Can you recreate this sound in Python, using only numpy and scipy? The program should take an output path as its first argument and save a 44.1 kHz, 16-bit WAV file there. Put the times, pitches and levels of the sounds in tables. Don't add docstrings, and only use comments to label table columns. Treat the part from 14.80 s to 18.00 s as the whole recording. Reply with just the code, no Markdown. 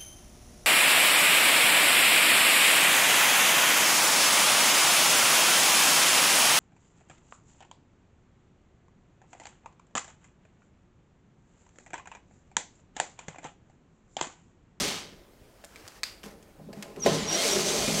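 import sys
import numpy as np
from scipy import signal
from scipy.fft import rfft, irfft, next_fast_len
from scipy.io import wavfile
from scipy.ndimage import uniform_filter1d, map_coordinates

SR = 44100
rng = np.random.default_rng(int(sys.argv[2]) if len(sys.argv) > 2 else 0)


def store_wav(level_fs):
    pcm = np.round(np.clip(np.atleast_2d(level_fs), -1, 1) * 32767)
    wavfile.write(sys.argv[1], SR, pcm.T.astype(np.int16))


def ratio_of_db(decibels):
    return 10 ** (np.asarray(decibels, float) / 20)


N = 141120
T = np.arange(N) / SR

# (time [s], relative level of gear and brush noise [dB], treble boost [dB])
MOTOR_BURSTS = [
    [(0.0, -31.5, 2), (0.092, -33, -3), (0.228, -43.5, -7.5), (0.306, -55.5, -13), (0.45, -69, -23)],
    [(2.2, -64, 9), (2.216, -56.5, -1), (2.264, -31, -5), (2.316, -34.5, -5.5), (2.342, -33.5, -3),
     (2.47, -39, -8.5), (2.534, -32, -0.5), (2.684, -31.5, 3), (2.698, -31.5, 1.5), (2.988, -33, 2.5),
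     (3.2, -35, 5)],
]
# (time [s], teeth per second [Hz], relative level [dB], tilt [dB per multiple])
TOOTH_MESH = [(2.48, 880, -70, 3), (2.53, 980, -52, 3), (2.6, 1065, -47, 4.5), (2.63, 1115, -48, 3.5),
              (2.67, 1190, -45, 3.5), (2.71, 1210, -56, 3), (2.94, 1212, -54, 2), (2.98, 1212, -42, -3),
              (3.1, 1215, -43, -3), (3.2, 1220, -54, 0)]
# (multiple, level before the tilt [dB])
TOOTH_MULTIPLES = [(1, -14), (2, -1), (3, -3), (4, -4)]
# (multiple, level against the gear noise [dB])
SHAFT_MULTIPLES = [(1, -18), (2, -13), (3, -15)]
# (pitch [Hz], width [Hz], relative level [dB])
HOUSING_RESONANCES = [(2144, 38, 7), (3320, 35, -8), (3620, 57, -22), (4550, 48, 17), (4720, 84, -4),
                      (5730, 370, 15.5), (6300, 43, -20), (6980, 105, 9), (8150, 54, 8)]
# (frequency [Hz], level per Hz [dB])
GEAR_COLOUR = [(410, -42), (700, -6), (958, -6), (1640, -6), (2160, -4), (2660, -4.5), (3070, -2),
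               (3840, -3), (6400, -2.5), (13000, -20), (16000, -27.5)]

# (time [s], relative level [dB], low part over high part [dB])
PANEL_SHAKES = [
    [(0.0, -34.5, 6), (0.09, -34, -1), (0.192, -48.5, 3.5), (0.476, -63, 0), (0.5, -62, -8)],
    [(1.435, -59, 2), (1.465, -46.5, -7), (1.599, -60.5, 6), (1.623, -63, 5), (1.7, -59, 0)],
    [(1.74, -68, 1), (1.75, -59, 0), (1.808, -57, 11.5), (1.876, -62.5, 22.5), (1.892, -49, 10),
     (2.154, -50, -0.5), (2.172, -43.5, 3.5), (2.234, -44.5, 6), (2.245, -35, -3)],
    [(2.275, -18, 1), (2.293, -27.5, -3.5), (2.451, -35.5, 6.5), (2.521, -33.5, -5), (3.047, -30, -1.5),
     (3.059, -39, -10), (3.085, -27.5, 1), (3.155, -35, 4), (3.2, -27, -3)],
]
# (pitch [Hz], width [Hz], relative level [dB])
PANEL_MODES = [(109, 12, -12.5), (158.1, 13.2, -2), (205, 15.4, 1.5), (275.7, 40, -5.5),
               (363.3, 18.8, -3.5), (400, 20, -3.5), (447, 32, -3.5), (577.2, 29, -3), (665.7, 21.8, -4),
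               (803, 67, -10), (1035.4, 26, -9.5), (1256, 40, -14)]
# (frequency [Hz], level per Hz [dB])
PANEL_COLOUR = [(15, -56), (25, -4.5), (202, -10.5), (316, -6.5), (368, 0.5), (659, -11), (718, -23),
                (1500, -15.5), (1950, -52), (3300, -120)]
# (time [s], favoured pitch [Hz], boost [dB])
FAVOURED_MODES = [(2.47, 670, -4), (2.52, 674, 11), (2.63, 670, 7.5), (2.66, 377, 10.5), (2.92, 380, 6),
                  (3.0, 640, 1), (3.05, 625, 3.5)]
# (time [s], relative peak [dB], centre of the modes struck [Hz])
PANEL_KNOCKS = [(0.072, -24, 184), (0.837, -37, 660), (1.435, -38, 210), (1.459, -36, 205),
                (1.463, -37, 450), (1.789, -39.5, 200), (1.795, -38.5, 586), (1.885, -30.5, 378),
                (1.929, -34, 600), (1.968, -31, 205), (2.028, -40, 600), (2.056, -35, 810),
                (2.082, -36, 420), (2.168, -27, 353), (2.247, -18, 237), (2.259, -5, 590),
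                (2.312, -17, 150), (2.452, -25, 385), (3.075, -18, 198)]

# (frequency [Hz], level per Hz [dB])
AIR_COLOUR = [(12, -16), (20, -3), (116, -9.5), (357, -9.5), (624, -13), (825, -18.5), (1090, -22.5),
              (1190, -23), (1570, -23), (2670, -27.5), (16000, -36)]
# (pitch [Hz], average level [dB])
MAINS_HUM = [(50, -67), (100, -73.5), (200, -76)]
# (time [s], relative peak [dB], main pitch [Hz], broad crack [dB], time for the decay to reach -20 dB [s])
TOOL_CLICKS = [(0.08, -23, 14500, 8, 0.0057), (0.8397, -37, 1520, -16, 0.0054),
               (0.846, -30.5, 7160, -7, 0.0035), (0.9587, -33.5, 2140, 2, 0.0039),
               (1.078, -29.5, 4970, 10, 0.0038), (1.2331, -11, 4550, 2, 0.0037),
               (1.4328, -35, 1574, 1, 0.0025), (1.627, -42.5, 6900, 6, 0.005), (1.929, -37, 1820, 2, 0.011),
               (1.988, -50, 1960, 5, 0.0034), (2.025, -27, 2290, 10, 0.0074),
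               (2.162, -35.5, 2540, -6, 0.0048), (2.2618, -14.5, 1800, -6, 0.0068)]
# (frequency [Hz], level [dB])
CRACK_COLOUR = [(240, -46), (400, -15), (2250, 0.5), (3990, -5), (4580, -0.5), (5780, -9), (7400, -5.5),
                (10400, -16), (11800, -14.5), (16000, -22)]
# (time [s], relative level [dB], pitch [Hz])
FAR_THUDS = [(0.613, -45, 102), (1.04, -44.5, 93)]
# (time [s], level [dB])
RUSTLE_SPELLS = [
    [(0.74, -71), (0.848, -65.5), (0.972, -55.5), (1.178, -53), (1.23, -67)],
    [(1.436, -45), (1.582, -69.5), (1.75, -85)],
    [(1.92, -72), (1.978, -56), (2.104, -61), (2.2, -58)],
]
# (frequency [Hz], level per Hz [dB])
CLOTH_COLOUR = [(180, -36), (300, -7), (418, -5), (455, -4), (1970, -7), (3700, -13.5), (5340, -11.5),
                (16000, -25.5)]
# (time [s], level [dB])
STEEL_START = (1.236, -44)
# (time [s], pitch [Hz], level [dB])
WHISTLE_PATH = [(1.36, 11550, -95), (1.39, 11450, -77), (1.43, 11350, -77.5), (1.49, 11300, -72.5),
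                (1.52, 11700, -74), (1.55, 11100, -82), (1.58, 9600, -73), (1.62, 8300, -89)]
# (time [s], pitch [Hz], relative level [dB])
ROUGH_WHINE = [
    [(2.198, 6580, -53), (2.216, 5900, -38), (2.23, 5680, -34), (2.244, 5620, -26), (2.252, 5655, -38)],
    [(2.265, 6330, -38), (2.283, 6050, -39), (2.305, 6490, -47), (2.317, 6020, -38), (2.35, 5930, -48)],
    [(2.463, 5630, -39), (2.473, 5870, -35.5), (2.493, 5670, -31), (2.55, 5668, -30.5), (2.562, 5770, -40)],
    [(2.705, 5949, -43), (2.711, 5825, -34), (2.723, 5630, -30.5), (2.743, 5820, -34), (2.76, 5820, -44)],
]
# (time [s], pitch [Hz], level [dB])
STEADY_WHINE = [
    [(2.4, 7250, -52), (2.41, 7230, -45), (2.44, 7050, -48), (2.462, 6300, -48)],
    [(2.865, 6290, -39), (2.91, 6340, -38.5), (2.995, 6360, -39)],
    [(3.15, 6260, -37), (3.2, 6320, -38)],
]
# (frequency [Hz], time to fall 60 dB [s])
ROOM_DECAY = [(200, 1), (1500, 0.51), (4800, 0.35), (9000, 0.43), (15000, 0.45)]

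TEETH = 6
SHAFT_DEPTH = 0.25
RATTLE_PER_S, RATTLE_DB = 900, -9
MESH_BLUR, MOTOR_UNEVEN_DB = 0.0025, 0.7
HOUSING_DB = -3.5
BODY_DB, SPLIT_HZ = -9, 260
FAVOURED_OCTAVES = 0.18
LURCH_DB, MODE_SCATTER_DB = 1.2, 2
KNOCK_DAMPING = 0.75
SPREAD_OCTAVES, SPREAD_PER_DB = 0.95, 0.014
THUD_S = 0.083
AIR_DB = -57
CLICK_Q = 4
RUSTLE_UNEVEN_DB = 1.2
SCRAPES_PER_S, SCRAPE_DB = 250, -7
STEEL_HZ, STEEL_WIDTH_HZ, STEEL_T60_S = 4800, 450, 0.4
OCTAVE_DB, ROUGH_WAVER_HZ, ROUGH_FLUTTER_DB = -31, 70, 3.5
STEADY_WAVER_HZ, STEADY_FLUTTER_DB = 12, 2
ECHO_S, ECHO_DB, ROOM_DELAY_S = 0.0047, -3, 0.009
CLICK_ROOM_DB, WHINE_ROOM_DB = -6.5, -14
TOP_HZ = 15850


def unit(x):
    return x / np.sqrt(np.mean(x ** 2) + 1e-20)


def along(points, hz):
    f, v = np.transpose(points)
    return np.interp(np.log(hz + 1), np.log(f + 1), v)


def spells(tables, fade_db_per_s=4000):
    rows = np.concatenate(tables)
    away = np.min([np.maximum(np.maximum(t[0][0] - T, T - t[-1][0]), 0) for t in tables], axis=0)
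    curves = [np.interp(T, rows[:, 0], column) for column in rows.T[1:]]
    return curves, ratio_of_db(-fade_db_per_s * away)


def wobble(rate):
    return map_coordinates(rng.standard_normal(int(N * rate / SR) + 4), [T * rate])


def filtered(x, response):
    m = next_fast_len(len(x) + SR // 2)
    return irfft(rfft(x, m) * response(np.fft.rfftfreq(m, 1 / SR)), m)[:len(x)]


def resonances(peaks):
    def response(f):
        return sum((-1) ** k * ratio_of_db(db) * 1j * f * width / (hz * hz - f * f + 1j * f * width)
                   for k, (hz, width, db) in enumerate(peaks))
    return response


def noise(colour, patchy_db, source=None):
    source = rng.standard_normal(N) if source is None else source
    z = signal.stft(source, nperseg=512)[2]
    patches = uniform_filter1d(uniform_filter1d(rng.standard_normal(z.shape), 5, 0), 8, 1)
    patchy = signal.istft(z * ratio_of_db(patchy_db * unit(patches)), nperseg=512)[1][:N]
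    return unit(filtered(patchy, lambda hz: ratio_of_db(along(colour, hz))))


def ticks(per_second):
    return rng.standard_normal(N) * (rng.random(N) < per_second / SR)


def tone(hz, flutter_db):
    return 2 * np.pi * np.cumsum(hz) / SR, np.sqrt(2) * ratio_of_db(flutter_db * wobble(120))


def room(x, into_room, wet_db):
    hz, t, z = signal.stft(rng.standard_normal(SR // 2), SR, nperseg=256)
    decay = ratio_of_db(-60 * t / along(ROOM_DECAY, hz)[:, None])
    tail = signal.istft(z * decay, SR, nperseg=256)[1]
    wet = signal.fftconvolve(into_room, tail / np.linalg.norm(tail))[:len(x)]

    def late(v, s):
        return np.pad(v, (round(s * SR), 0))[:len(x)]
    return x + ratio_of_db(ECHO_DB) * late(x, ECHO_S) + ratio_of_db(wet_db) * late(wet, ROOM_DELAY_S)


def motor():
    (db, treble_db), on = spells(MOTOR_BURSTS, 770)
    (hz, teeth_db, tilt_db), meshing = spells([TOOTH_MESH])
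    phase, gain = tone(hz * (1 + MESH_BLUR * wobble(90)), 3.9)
    turn = phase / TEETH
    grit = unit(ticks(RATTLE_PER_S))
    drive = (rng.standard_normal(N) + ratio_of_db(RATTLE_DB) * grit) * (1 + SHAFT_DEPTH * np.cos(turn))
    plain = noise(GEAR_COLOUR, MOTOR_UNEVEN_DB, drive)
    ringing = unit(filtered(plain, resonances(HOUSING_RESONANCES)))
    body = unit(plain + ratio_of_db(HOUSING_DB) * ringing)
    low = filtered(body, lambda f: 1 / (1 + (f / 5500) ** 4))
    body = low + ratio_of_db(treble_db) * (body - low)
    teeth = sum(ratio_of_db(d + (k - 1) * tilt_db + 2.7 * wobble(29.76)) * np.sin(k * phase)
                for k, d in TOOTH_MULTIPLES)
    shaft = sum(ratio_of_db(d + 5.0 * wobble(25.01)) * np.sin(k * turn) for k, d in SHAFT_MULTIPLES)
    level = on * ratio_of_db(db + 2.5 + MOTOR_UNEVEN_DB * wobble(25.0))
    return level * (body + meshing * shaft) + meshing * ratio_of_db(teeth_db) * gain * teeth


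def panel_shaking():
    (db, low_db), on = spells(PANEL_SHAKES, 590)
    drive = on * ratio_of_db(db + LURCH_DB * wobble(45))
    norm = np.std(filtered(rng.standard_normal(N), resonances(PANEL_MODES)))
    (near_hz, boost_db), _ = spells([FAVOURED_MODES])
    rough = drive * rng.standard_normal(N)
    modes = np.zeros(N)
    for k, mode in enumerate(PANEL_MODES):
        nearness = np.exp(-(np.log2(mode[0] / near_hz) / FAVOURED_OCTAVES) ** 2)
        modes += (-1) ** k * filtered(rough * ratio_of_db(boost_db * nearness), resonances([mode]))
    shaken = modes / norm + ratio_of_db(BODY_DB) * drive * noise(PANEL_COLOUR, 3.9)
    low = filtered(shaken, lambda f: 1 / (1 + (f / SPLIT_HZ) ** 6))
    return 0.83 * (shaken - low + ratio_of_db(low_db) * low)


def air():
    return ratio_of_db(AIR_DB + 0.27 * wobble(6.5)) * noise(AIR_COLOUR, 1.4)


def hum():
    return sum(ratio_of_db(d + 1.5 * wobble(6.9)) * np.sqrt(2) * np.sin(2 * np.pi * hz * T) for hz, d in MAINS_HUM)


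def knocks():
    out, t = np.zeros(N + SR), np.arange(SR // 4) / SR
    for s, peak_db, centre_hz in PANEL_KNOCKS:
        octaves = SPREAD_OCTAVES + SPREAD_PER_DB * peak_db
        x = np.zeros(len(t))
        for k, (hz, width, d) in enumerate(PANEL_MODES):
            off_centre_db = 5.0 * (np.log2(hz / centre_hz) / octaves) ** 2
            strength = width * ratio_of_db(d + rng.normal(0, MODE_SCATTER_DB) - off_centre_db)
            decay = np.exp(-np.pi * width * KNOCK_DAMPING * t)
            x += (-1) ** k * strength * decay * np.sin(2 * np.pi * hz * t + rng.normal(0, 0.8))
        x *= 1 - np.exp(-t / 0.0026)
        out[round(s * SR):][:len(t)] += ratio_of_db(peak_db - 5.0) * x / np.abs(x).max()
    return out[:N]


def clicks():
    out, t = np.zeros(N + SR), np.arange(SR // 2) / SR
    for s, db, hz, broad_db, length in TOOL_CLICKS:
        def colour(f):
            return resonances([(hz, hz / CLICK_Q, 0)])(f) + ratio_of_db(broad_db + along(CRACK_COLOUR, f))
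        envelope = ratio_of_db(-60 * t / (3 * length)) * (1 - np.exp(-t / 0.00014))
        burst = filtered(rng.standard_normal(len(t)) * envelope, colour)
        burst = burst / np.abs(burst).max()
        pulse = np.roll(filtered(np.roll(1. * (t == 0), 200), colour), -100)
        pulse = pulse * np.linalg.norm(burst) / np.linalg.norm(pulse)
        out[round(s * SR):][:len(t)] += ratio_of_db(db - 2.0) * room(burst, pulse, CLICK_ROOM_DB)
    return out[:N]


def thuds():
    out, t = np.zeros(N + SR), np.arange(SR // 4) / SR
    for s, db, hz in FAR_THUDS:
        envelope = ratio_of_db(db - 60 * t / THUD_S) * (1 - np.exp(-t / 0.0057))
        out[round(s * SR):][:len(t)] += 1.3 * envelope * np.sin(2 * np.pi * hz * t)
    return out[:N]


def rustle():
    (db,), on = spells(RUSTLE_SPELLS)
    rubbing = rng.standard_normal(N) + ratio_of_db(SCRAPE_DB) * unit(ticks(SCRAPES_PER_S))
    level = on * ratio_of_db(db + RUSTLE_UNEVEN_DB * wobble(29.96))
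    return level * noise(CLOTH_COLOUR, RUSTLE_UNEVEN_DB, rubbing)


def steel():
    s, db = STEEL_START
    peak = resonances([(STEEL_HZ, STEEL_WIDTH_HZ, 0)])
    ring = unit(filtered(rng.standard_normal(N), lambda f: peak(f) ** 2))
    return (T > s) * ratio_of_db(db - 60 * np.maximum(T - s, 0) / STEEL_T60_S) * ring


def whistle():
    (hz, db), on = spells([WHISTLE_PATH])
    phase, gain = tone(hz, 2.2)
    return on * ratio_of_db(db) * gain * np.sin(phase)


def whine():
    (hz, db), on = spells(ROUGH_WHINE)
    phase, gain = tone(hz + ROUGH_WAVER_HZ * wobble(150), ROUGH_FLUTTER_DB)
    rough = on * ratio_of_db(db) * gain * (np.sin(phase) + ratio_of_db(OCTAVE_DB) * np.sin(2 * phase))
    (hz, db), on = spells(STEADY_WHINE)
    phase, gain = tone(hz + STEADY_WAVER_HZ * wobble(150), STEADY_FLUTTER_DB)
    steady = on * ratio_of_db(db) * gain * np.sin(phase)
    return ratio_of_db(-2) * room(rough, rough, WHINE_ROOM_DB) + steady


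def scene():
    tool = motor() + whine() + whistle()
    contact = panel_shaking() + knocks() + clicks() + thuds() + steel()
    mono = tool + contact + rustle() + air() + hum()
    return np.array([mono, mono])


def band_limit(x):
    return signal.sosfilt(signal.butter(12, 16450, fs=SR, output="sos"), x)


def record(dry):
    mix = np.array([filtered(channel, lambda hz: hz < TOP_HZ) for channel in dry])
    return band_limit(mix)


dry = scene()
out = record(dry)
store_wav(out)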